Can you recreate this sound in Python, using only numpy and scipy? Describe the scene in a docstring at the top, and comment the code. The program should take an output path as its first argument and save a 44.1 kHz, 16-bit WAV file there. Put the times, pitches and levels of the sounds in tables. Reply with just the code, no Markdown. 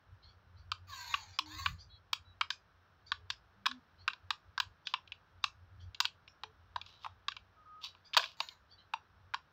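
"""A toy digger in a small walled yard, heard by one microphone over a low distant rumble and soft air.
Small birds chirp further off from the start; then plastic clicks begin, sharp and uneven.
The geared motor soon whirs in two short bursts that curl the bucket, and the clicks go on.
From about 5 s plastic also scuffs the soil; past 8 s come the hardest knocks and a last nudge of the motor.
Clicks and knocks are struck resonances, the motor is meshing teeth, and noise tails answer from the walls."""
import sys
import numpy as np
from scipy import signal
from scipy.fft import rfft, irfft, next_fast_len
from scipy.io import wavfile
from scipy.ndimage import map_coordinates

SR = 44100
rng = np.random.default_rng(int(sys.argv[2]) if len(sys.argv) > 2 else 0)


def pcm_store(signal):
    """Save signal as 16-bit PCM."""
    levels = np.round(np.clip(np.atleast_2d(signal), -1, 1) * 32767)
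    wavfile.write(sys.argv[1], SR, levels.astype(np.int16).T)


N = 419832

# plastic clicks: start_s [s], knock_hz [Hz], knock_db [dB], overtone_db [dB], snap_db [dB],
# hardness_db of the contact [dB]
CLICKS = [(0.7172, 1090, -35.5, -52, -36.5, 6), (1.14, 1100, -30, -38.5, -30, -10.5),
          (1.3883, 1036, -33.5, -63, -30.5, 3), (1.66, 1140, -31, -39, -31, -4),
          (2.1305, 1080, -36.5, -48.5, -30.5, 3.5), (2.4107, 1113, -31.5, -36.5, -30.5, -3),
          (2.504, 1000, -46.5, -38.5, -34.5, 3.5), (3.1183, 1147, -34.5, -34, -34, 0),
          (3.302, 1060, -44, -42.5, -35.5, 4), (3.657, 1146, -39.5, -34, -36.5, -5),
          (3.663, 1035, -30.5, -38.5, -28.5, 1), (3.713, 1116, -51, -46, -44.5, -0.5),
          (4.0783, 1144, -33, -32.5, -31, -1.5), (4.101, 1080, -56.5, -64, -48, -13),
          (4.1329, 990, -55, -55.5, -48.5, 0.5), (4.305, 1040, -34.5, -39.5, -33, 1.5),
          (4.578, 1105, -36.5, -35, -41.5, 6.5), (4.6002, 975, -35, -35, -31, 3),
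          (4.8703, 1070, -55.5, -48.5, -37, 1), (4.9385, 1020, -32, -40, -32, -3.5),
          (5.0747, 970, -85, -88.5, -57.5, -4), (5.12, 1050, -64.5, -60, -42, -9),
          (5.44, 996, -32, -40, -29.5, 0), (5.946, 1040, -71.5, -70.5, -48, 1.5),
          (6.0031, 1054, -33, -36.5, -29, 7.5), (6.047, 990, -47, -48, -47, 4),
          (6.053, 1024, -46.5, -44, -31, 1), (6.2772, 1070, -76, -79, -55, -8),
          (6.435, 893, -43.5, -49.5, -44.5, -1.5), (6.7599, 918, -34, -44.5, -44, -0.5),
          (6.8136, 1180, -61, -68, -45.5, -2), (6.8619, 1230, -67, -80, -56, 4.5),
          (7.0455, 960, -42.5, -54, -49.5, -4), (7.062, 905, -39.5, -69, -55.5, -10),
          (7.2828, 1070, -36.5, -41.5, -34.5, 1.5), (7.319, 1210, -65, -50, -48, 0),
          (7.3654, 1030, -53.5, -64, -46.5, -0.5), (7.949, 1020, -62, -80, -63, -7),
          (8.1336, 1200, -65, -57, -42, -6.5), (8.139, 1090, -58, -59, -37.5, 0),
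          (8.146, 1000, -44.5, -47, -40, 3), (8.167, 1056, -24.5, -30, -27, 2.5),
          (8.1726, 950, -30, -31, -25.5, 9), (8.177, 1085, -32.5, -41, -28, 3),
          (8.1939, 1087, -40.5, -40, -39, -4), (8.2296, 1080, -50, -50, -47, -6),
          (8.239, 1060, -48, -46.5, -40.5, -2), (8.2574, 1070, -60, -58, -48, 1),
          (8.4032, 980, -36, -68, -33.5, 3.5), (8.487, 990, -76.5, -80.5, -47, 4),
          (8.9366, 956, -32, -52.5, -39, -7.5), (9.3379, 886, -44, -37.5, -49.5, -7),
          (9.343, 1030, -35, -43, -40.5, 3)]
# modes of the plastic shell: mode_hz [Hz], width_hz [Hz], level_db before the hardness weighting [dB]
SHELL_MODES = [(2366, 223, 5), (2720, 310, 1.5), (3260, 490, -2), (3890, 310, 2.5)]
# colour of a snap's bright edge: freq_hz [Hz], relative level_db before the fizz gain [dB]
EDGE_COLOUR = [(3000, -45.5), (4300, 7), (4950, 5.5), (6000, -9), (6900, -10), (8400, -27.5), (9400, -50.5),
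               (10400, -36), (11800, -55.5), (14800, -24), (16000, -31)]
SNAP_HZ, SNAP_HZ_PER_DB = 3228, 25.5  # centre of the snap; a harder contact raises it
EDGE_DB = -8.5  # bright edge relative to the snap, at hardness 0
# edge level where the top treble starts to gain [dB], gain per dB, most gain [dB]
FIZZ_FROM_DB, FIZZ_GROWS, FIZZ_MAX_DB = -42, 1.5, 9.5


def clicks(knock_hz_width=290, overtone_hz=1560, overtone_hz_width=380, slip_s=0.006,
           snap_decay_s=0.0032, rattle_db=-26, rattle_t60=0.032, focus=0.42, scuff=0.12,
           room_db=-18, knock_room_db=-21):
    """Each click is a few ms of slipping contact that rings the shell and two hollow body modes."""
    out, t = np.zeros(N), np.arange(SR // 20) / SR
    contact = np.exp(-t / snap_decay_s) + amp(rattle_db - 60 * t / rattle_t60)

    def scrape():
        return contact * rng.standard_normal(len(t))

    def blow():
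        slip = np.exp(-(t / slip_s) ** 2) * rng.standard_normal(len(t))
        return (t == 0) + scuff * slip

    for s, knock_hz, knock_db, overtone_db, snap_db, hardness_db in CLICKS:
        snap = strength(above(filtered(scrape(), shell_response(hardness_db, focus)), 1300), snap_db)
        # harder snaps are richer in the highest treble
        edge_db = snap_db + EDGE_DB + hardness_db
        fizz_db = min(FIZZ_GROWS * (edge_db - FIZZ_FROM_DB), FIZZ_MAX_DB)
        edge = [(hz, db + (hz > 8000) * fizz_db) for hz, db in EDGE_COLOUR]
        snap += strength(above(filtered(scrape(), causal(edge)), 3000), edge_db)

        knock = strength(above(ring(blow(), knock_hz, knock_hz_width), knock_hz), knock_db)
        varied_hz = overtone_hz * (1 + 0.013 * rng.normal())
        overtone = above(ring(blow(), varied_hz, overtone_hz_width), 760)
        knock += strength(overtone, overtone_db)

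        add(out, s, snap + knock)
        add(out, s, strength(panels(), snap_db + PANEL_DB))
        to_walls = amp(room_db) * snap + amp(knock_room_db) * knock
        add(out, s, yard(to_walls, stretch=0.6, delay=0.014))
    return out


def shell_response(hardness_db, focus):
    """Resonances of the shell in parallel; a harder contact favours the higher modes."""
    snap_hz = SNAP_HZ + SNAP_HZ_PER_DB * hardness_db
    modes = []
    for mode_hz, width_hz, db in SHELL_MODES:
        weight = np.exp(-(np.log(mode_hz / snap_hz) / focus) ** 2 * 2)
        modes.append((mode_hz * (1 + 0.011 * rng.normal()), width_hz, amp(db) * weight))

    def response(hz):
        total = 0
        for k, (f, w, gain) in enumerate(modes):
            # neighbouring modes alternate in sign
            total = total + (-1) ** k * gain * 1j * hz * w / (f * f - hz * hz + 1j * hz * w)
        return total / (1 + (hz / 5000) ** 8)
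    return response


# lowest and highest mode [Hz], decay time [s], level relative to the snap [dB]
PANEL_LOW_HZ, PANEL_HIGH_HZ, PANEL_T60, PANEL_DB = 2403, 5920, 0.18, -20


def panels(count=5):
    """Thin panels ring on in a few narrow modes, different ones for every contact."""
    t = np.arange(SR // 4) / SR
    hz = PANEL_LOW_HZ * (PANEL_HIGH_HZ / PANEL_LOW_HZ) ** rng.random((count, 1))
    modes = np.sin(2 * np.pi * hz * t).sum(0) * amp(-60 * t / PANEL_T60)
    return modes / np.linalg.norm(modes)


# heavier knocks that also shake the chassis: start_s [s], pitch_hz [Hz], level_db [dB]
THUDS = [(5.442, 865, -56.5), (6.437, 483, -60.5), (6.761, 873, -48.5), (7.062, 704, -57),
         (8.168, 684, -37.5), (8.176, 623.4, -40), (8.198, 670, -51), (8.404, 650, -51)]


def thuds(width_hz=230, slip_s=0.0089, room_db=-17):
    """The heavier knocks ring the chassis lower down."""
    out, t = np.zeros(N), np.arange(SR // 20) / SR
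    for s, hz, db in THUDS:
        push = (t == 0) + 0.34 * np.exp(-t / slip_s) * rng.standard_normal(len(t))
        thud = strength(ring(push, hz, width_hz), db)
        add(out, s, thud)
        add(out, s, amp(room_db) * yard(thud, stretch=1.1, delay=0.02))
    return out


# motor bursts (two curl the bucket, a late one only nudges it), one curve each:
# time_s [s], effort_db [dB], tooth_hz before the load wobble [Hz]
MOTOR_RUNS = [
    [(.87, -70.5, 1240), (.9, -50.5, 1161), (.97, -47.5, 1008), (1.05, -50.5, 930), (1.12, -45.5, 951),
     (1.2, -54.5, 882), (1.27, -62, 790), (1.37, -69, 775)],
    [(1.46, -59.5, 854), (1.525, -51.5, 1028), (1.565, -53.5, 1074), (1.595, -44.5, 1112),
     (1.63, -52, 1076), (1.68, -47, 1161), (1.73, -65, 1223), (1.77, -85, 1220)],
    [(8.37, -65.5, 902), (8.42, -54, 991), (8.48, -62, 1018), (8.525, -64, 985), (8.55, -78, 900)],
]
# colour of the gearbox housing: freq_hz [Hz], relative level_db [dB]
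HOUSING_COLOUR = [(400, -46), (700, -12.5), (920, -8.5), (1150, -8), (1350, -16.5), (1650, -6),
                  (2500, -11.5), (3100, -18), (3850, -7), (4450, -3), (5250, -20.5), (6900, -12),
                  (8500, -45), (11300, -46), (12900, -24.5), (15500, -21)]
# the whine swells where the teeth hit the body's resonance: centre, half width, most gain
WHINE_PEAK_HZ, WHINE_WIDTH_HZ, WHINE_PEAK_DB = 1130, 76, 6.5


def gearbox(whir_db=-0.95, whine_db=-9, room_db=-8, grind_db=2.0):
    """Meshing teeth whine; uneven partials of the pinion's turn and scraping buzz through the housing."""
    out = np.zeros(N)
    for run in MOTOR_RUNS:
        s, *cols = np.transpose(run)
        t = np.arange(s[0], s[-1], 1 / SR)
        size = len(t)
        effort_db, tooth_hz = [np.interp(t, s, c) for c in cols]
        load = 1 + .016 * wobble(40, size) + .012 * wobble(300, size)
        phase = 2 * np.pi * np.cumsum(tooth_hz * load) / SR
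        turn = phase / 4  # four teeth on the pinion

        # each partial swells, fades and drifts on its own
        buzz = np.zeros(size)
        for k in range(5, 58):
            swell = amp(5 * wobble(30, size))
            buzz += swell * np.sin((k + .3 * rng.normal()) * turn + 2 * wobble(45, size))
        scrape = rng.standard_normal(size) * (1 + .5 * np.sin(turn))
        grind = (.4 * scrape + unit(buzz)) * amp(grind_db * wobble(200, size))
        housing = coloured(grind, HOUSING_COLOUR)

        mesh = unit(np.sin(phase + .5 * wobble(160, size)) * amp(4 * wobble(90, size)))
        resonance_db = WHINE_PEAK_DB / (1 + ((tooth_hz - WHINE_PEAK_HZ) / WHINE_WIDTH_HZ) ** 2)
        sound = amp(effort_db) * (amp(whir_db) * housing + amp(whine_db + resonance_db) * mesh)
        add(out, s[0], sound)
        add(out, s[0], amp(room_db) * yard(sound, stretch=0.84, delay=.012))
    return out


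# gritty scuffs of plastic on dry soil: peak_s [s], level_db [dB], length_s [s]
SCUFFS = [(4.899, -58, .14), (6.89, -62.5, 0.4), (7.033, -59.5, .15), (7.844, -41.5, .1),
          (7.909, -69, 0.22), (8.214, -41.5, 0.21)]
# colour of the grit: freq_hz [Hz], relative level_db [dB]
GRIT_COLOUR = [(290, -44.5), (500, -20), (604, -31), (1050, 1), (1530, -19), (1790, -21), (2690, -0.5),
               (3590, 4), (5470, -5), (9220, -37.5), (14900, -26.5), (16000, -37)]
SCUFF_RISE, SCUFF_DEPTH_DB = 0.36, 28  # share of the length spent swelling; both ends lie this far down
CRUMBS_PER_S, CRUMB_DB = 110, -4.5  # single crumbs that snap, and their level against the hiss


def scuffs(grain_db=3.0, ring_db=-15, room_db=-13):
    """Soil crumbs catch and let go in uneven bursts and ring the panels; each scuff swells and fades."""
    out = np.zeros(N)
    for s, db, length in SCUFFS:
        u = np.linspace(0, 1, int(length * SR))
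        fade_db = np.interp(u, [0, SCUFF_RISE, 1], [SCUFF_DEPTH_DB, 0, SCUFF_DEPTH_DB])
        grains = unit(rng.standard_normal(len(u)) * amp(grain_db * wobble(450, len(u))))
        crumbs = (rng.random(len(u)) < CRUMBS_PER_S / SR) * rng.standard_normal(len(u))
        grains += amp(CRUMB_DB) * unit(crumbs)
        sound = amp(db - fade_db) * coloured(grains, GRIT_COLOUR)
        start = s - SCUFF_RISE * length
        add(out, start, sound)
        add(out, start, amp(ring_db) * signal.fftconvolve(sound, panels()))
        add(out, start, amp(room_db) * yard(sound, stretch=0.7, delay=0.01))
    return out


# bird chirps: start_s [s], length_s [s], final pitch_hz before the rasp [Hz],
# level_db before the direct and wall gains [dB]
CHIRPS = [(0.217, 0.056, 1152, -67.5), (0.275, 0.033, 1180, -70), (0.563, 0.037, 1134, -73),
          (1.313, 0.044, 1211, -65.5), (1.779, 0.042, 1205, -61.5), (2.5, .02, 1256, -54.5),
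          (3.058, 0.034, 1250, -62.5), (3.293, 0.028, 1258, -61), (3.975, 0.047, 1146, -71),
          (4.853, 0.029, 1260, -59.5), (5.425, 0.027, 1270, -60.5), (5.793, 0.034, 1158, -69),
          (6.274, 0.016, 1380, -67), (8.045, 0.03, 1227, -65), (8.682, 0.052, 1146, -66.5),
          (8.775, 0.029, 1056, -66.5)]
CHIRP_RISE_PER_S = 4.1  # share of the pitch climbed, per second of chirp length


def birds(direct_db=-1, room_db=1):
    """Short raspy rising chirps, strongest in harmonics three to five, smeared by the yard."""
    out = np.zeros(N)
    for s, length, hz, db in CHIRPS:
        u = np.linspace(0, 1, int(length * SR))
        rasp = .028 * wobble(700, len(u))
        climb = CHIRP_RISE_PER_S * length * (1 - u) ** 2
        phase = 2 * np.pi * np.cumsum(hz * (1 - climb + rasp)) / SR
        voice = np.zeros(len(u))
        for k, harmonic_db in enumerate([-17.5, -3.5, 3, -9, -25.5], 2):  # from the second up
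            voice += amp(harmonic_db + 5.8 * wobble(80, len(u))) * np.sin(k * phase)
        chirp = amp(db) * unit(voice * np.sin(np.pi * u))
        add(out, s, amp(direct_db) * chirp)
        add(out, s, amp(room_db) * yard(chirp, stretch=0.65, delay=0.0078))
    return out


# distant tones, hoots and whistles: start_s [s], length_s [s], pitch_hz before the waver [Hz],
# level_db before the common trim [dB]
TONES = [(1.401, .19, 308, -60), (1.662, 0.11, 160, -59), (1.894, 0.097, 3340, -70),
         (1.899, 0.078, 3930, -64.5), (1.89, 0.1, 4240, -69), (2.248, 0.092, 3900, -69.5),
         (3.168, 0.1, 423, -76), (3.56, .12, 197, -71), (3.686, 0.11, 250.7, -56.5),
         (6.441, 0.081, 436, -69), (6.872, 0.13, 3960, -71.5), (7.564, 0.076, 1260, -64),
         (7.655, 0.17, 1249, -56)]


def tones(waver=.008, trim_db=-1.0):
    """Faint, slightly wavering sine tones from far away; each swells and fades."""
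    out = np.zeros(N)
    for s, length, hz, db in TONES:
        u = np.linspace(0, 1, int(length * SR))
        phase = 2 * np.pi * np.cumsum(hz * (1 + waver * wobble(80, len(u)))) / SR
        swell = np.abs(np.sin(np.pi * u)) ** 0.35
        add(out, s, amp(db + trim_db) * unit(np.sin(phase) * swell))
    return out


# level of the rumble: time_s [s], level_db before the flutter [dB]
RUMBLE_LEVEL = [(0.0, -82), (0.13, -53.5), (0.21, -72), (0.26, -58), (0.4, -70), (0.72, -55), (0.77, -69),
                (0.82, -64), (1.33, -59.5), (1.38, -76), (1.72, -42), (1.8, -58), (2.92, -74), (3.21, -60),
                (3.82, -76.5), (4.06, -61), (4.16, -83), (4.24, -59.5), (4.38, -81.5), (4.48, -59.5),
                (4.56, -79), (4.69, -55.5), (4.77, -75.5), (5.88, -54.5), (5.99, -73), (6.84, -65),
                (7.66, -71.5), (9.12, -74), (9.15, -65), (9.52, -76.5)]
# colour of the rumble: freq_hz [Hz], relative level_db [dB]
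RUMBLE_COLOUR = [(20, -37.5), (35, -14), (58, 0.5), (76, -1), (90, 9), (110, -5.5), (160, -20),
                 (230, -30.5), (400, -65)]
# colour of the open air: freq_hz [Hz], relative level_db [dB]
AIR_COLOUR = [(60, -9.5), (150, 3), (260, -6.5), (550, -5), (1000, -2.5), (1350, 0), (1650, -2),
              (2000, -11.5), (4000, -15.5), (4900, -22), (5400, -17), (7000, -36.5), (11000, -40),
              (15500, -31)]
FLUTTER_DB, FLUTTER_PER_S = 2, 9  # quick random swells of the rumble


def background(air_db=-70):
    """Low noise swells as a distant rumble under the soft rush of the open air."""
    level_db = np.interp(np.arange(N) / SR, *np.transpose(RUMBLE_LEVEL))
    level_db += FLUTTER_DB * wobble(FLUTTER_PER_S, N)
    rumble = amp(level_db) * coloured(rng.standard_normal(N), RUMBLE_COLOUR)
    air = amp(air_db + 0.42 * wobble(1.6, N)) * coloured(rng.standard_normal(N), AIR_COLOUR)
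    return rumble + air


# decay of the walled yard: freq_hz [Hz], t60_s before each source's stretch [s]
YARD_DECAY = [(300, 0.25), (1200, 0.27), (4000, 0.21), (7000, 0.28), (12000, 0.16)]


def yard(x, stretch, delay):
    """Diffuse answer of the walls: a noise tail of unit energy that builds up, then decays by pitch."""
    hz, t, z = signal.stft(rng.standard_normal(SR // 2), SR, nperseg=256)
    decay = amp(-60 * t / (stretch * along(YARD_DECAY, hz)[:, None]))
    tail = signal.istft(z * decay, SR, nperseg=256)[1]
    tail *= 1 - np.exp(-(np.arange(len(tail)) / SR / delay) ** 2)
    return signal.fftconvolve(x, tail / np.linalg.norm(tail))


def ring(x, hz, width_hz):
    """x through one resonance applied twice: a soft start and steep skirts."""
    return filtered(x, lambda f: (1j * f * width_hz / (hz * hz - f * f + 1j * f * width_hz)) ** 2)


def causal(spectrum):
    """The response of a body with this (Hz, dB) curve: it rings only after the blow."""
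    def response(hz):
        c = irfft(np.log(amp(along(spectrum, hz))))
        # folding the cepstrum forward gives minimum phase
        return np.exp(rfft(c * (1 + np.sign(np.fft.fftfreq(len(c))))))
    return response


def above(x, hz):
    """x with the part below hz rolled off."""
    return signal.sosfilt(signal.butter(4, hz, "high", fs=SR, output="sos"), x)


def filtered(x, response):
    """x times a complex response of frequency."""
    m = next_fast_len(len(x) + 4096)  # padding leaves room for the ringing
    return irfft(rfft(x, m) * response(np.fft.rfftfreq(m, 1 / SR)), m)[:len(x)]


def coloured(x, spectrum):
    """x through a (Hz, dB) curve, at rms 1."""
    return unit(filtered(x, lambda hz: amp(along(spectrum, hz))))


def strength(x, db):
    """A short sound scaled so that its energy, spread over 10 ms, has this level."""
    return amp(db) * x / np.sqrt(np.sum(x ** 2) / (SR / 100))


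def wobble(rate, size):
    """A smooth random curve, rate knots a second."""
    knots = rng.standard_normal(int(size * rate / SR) + 4)
    return map_coordinates(knots, [np.arange(size) * rate / SR])


def along(points, hz):
    """(Hz, value) points interpolated on a log frequency axis."""
    f, v = np.transpose(points)
    return np.interp(np.log(hz + 1), np.log(f + 1), v)


def amp(db):
    """Decibels to gain."""
    return 10 ** (np.asarray(db) / 20)


def unit(x):
    """x scaled to rms 1."""
    return x / np.sqrt(np.mean(x ** 2) + 1e-20)


def add(track, s, x):
    """Mix x into the track at time s."""
    i = int(np.clip(round(s * SR), 0, N - 1))
    track[i:i + len(x)] += x[:N - i]


def scene():
    """Everything as it reaches one microphone."""
    digger = clicks() + thuds() + gearbox() + scuffs()
    return (digger + birds() + tones() + background())[None]


TOP_HZ = 15800  # band limit of the recorder


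def record(dry):
    """The recorder cuts steeply above its band limit."""
    return np.array([filtered(x, lambda hz: 1 / (1 + (hz / TOP_HZ) ** 160)) for x in dry])


dry = scene()
out = record(dry)
pcm_store(out)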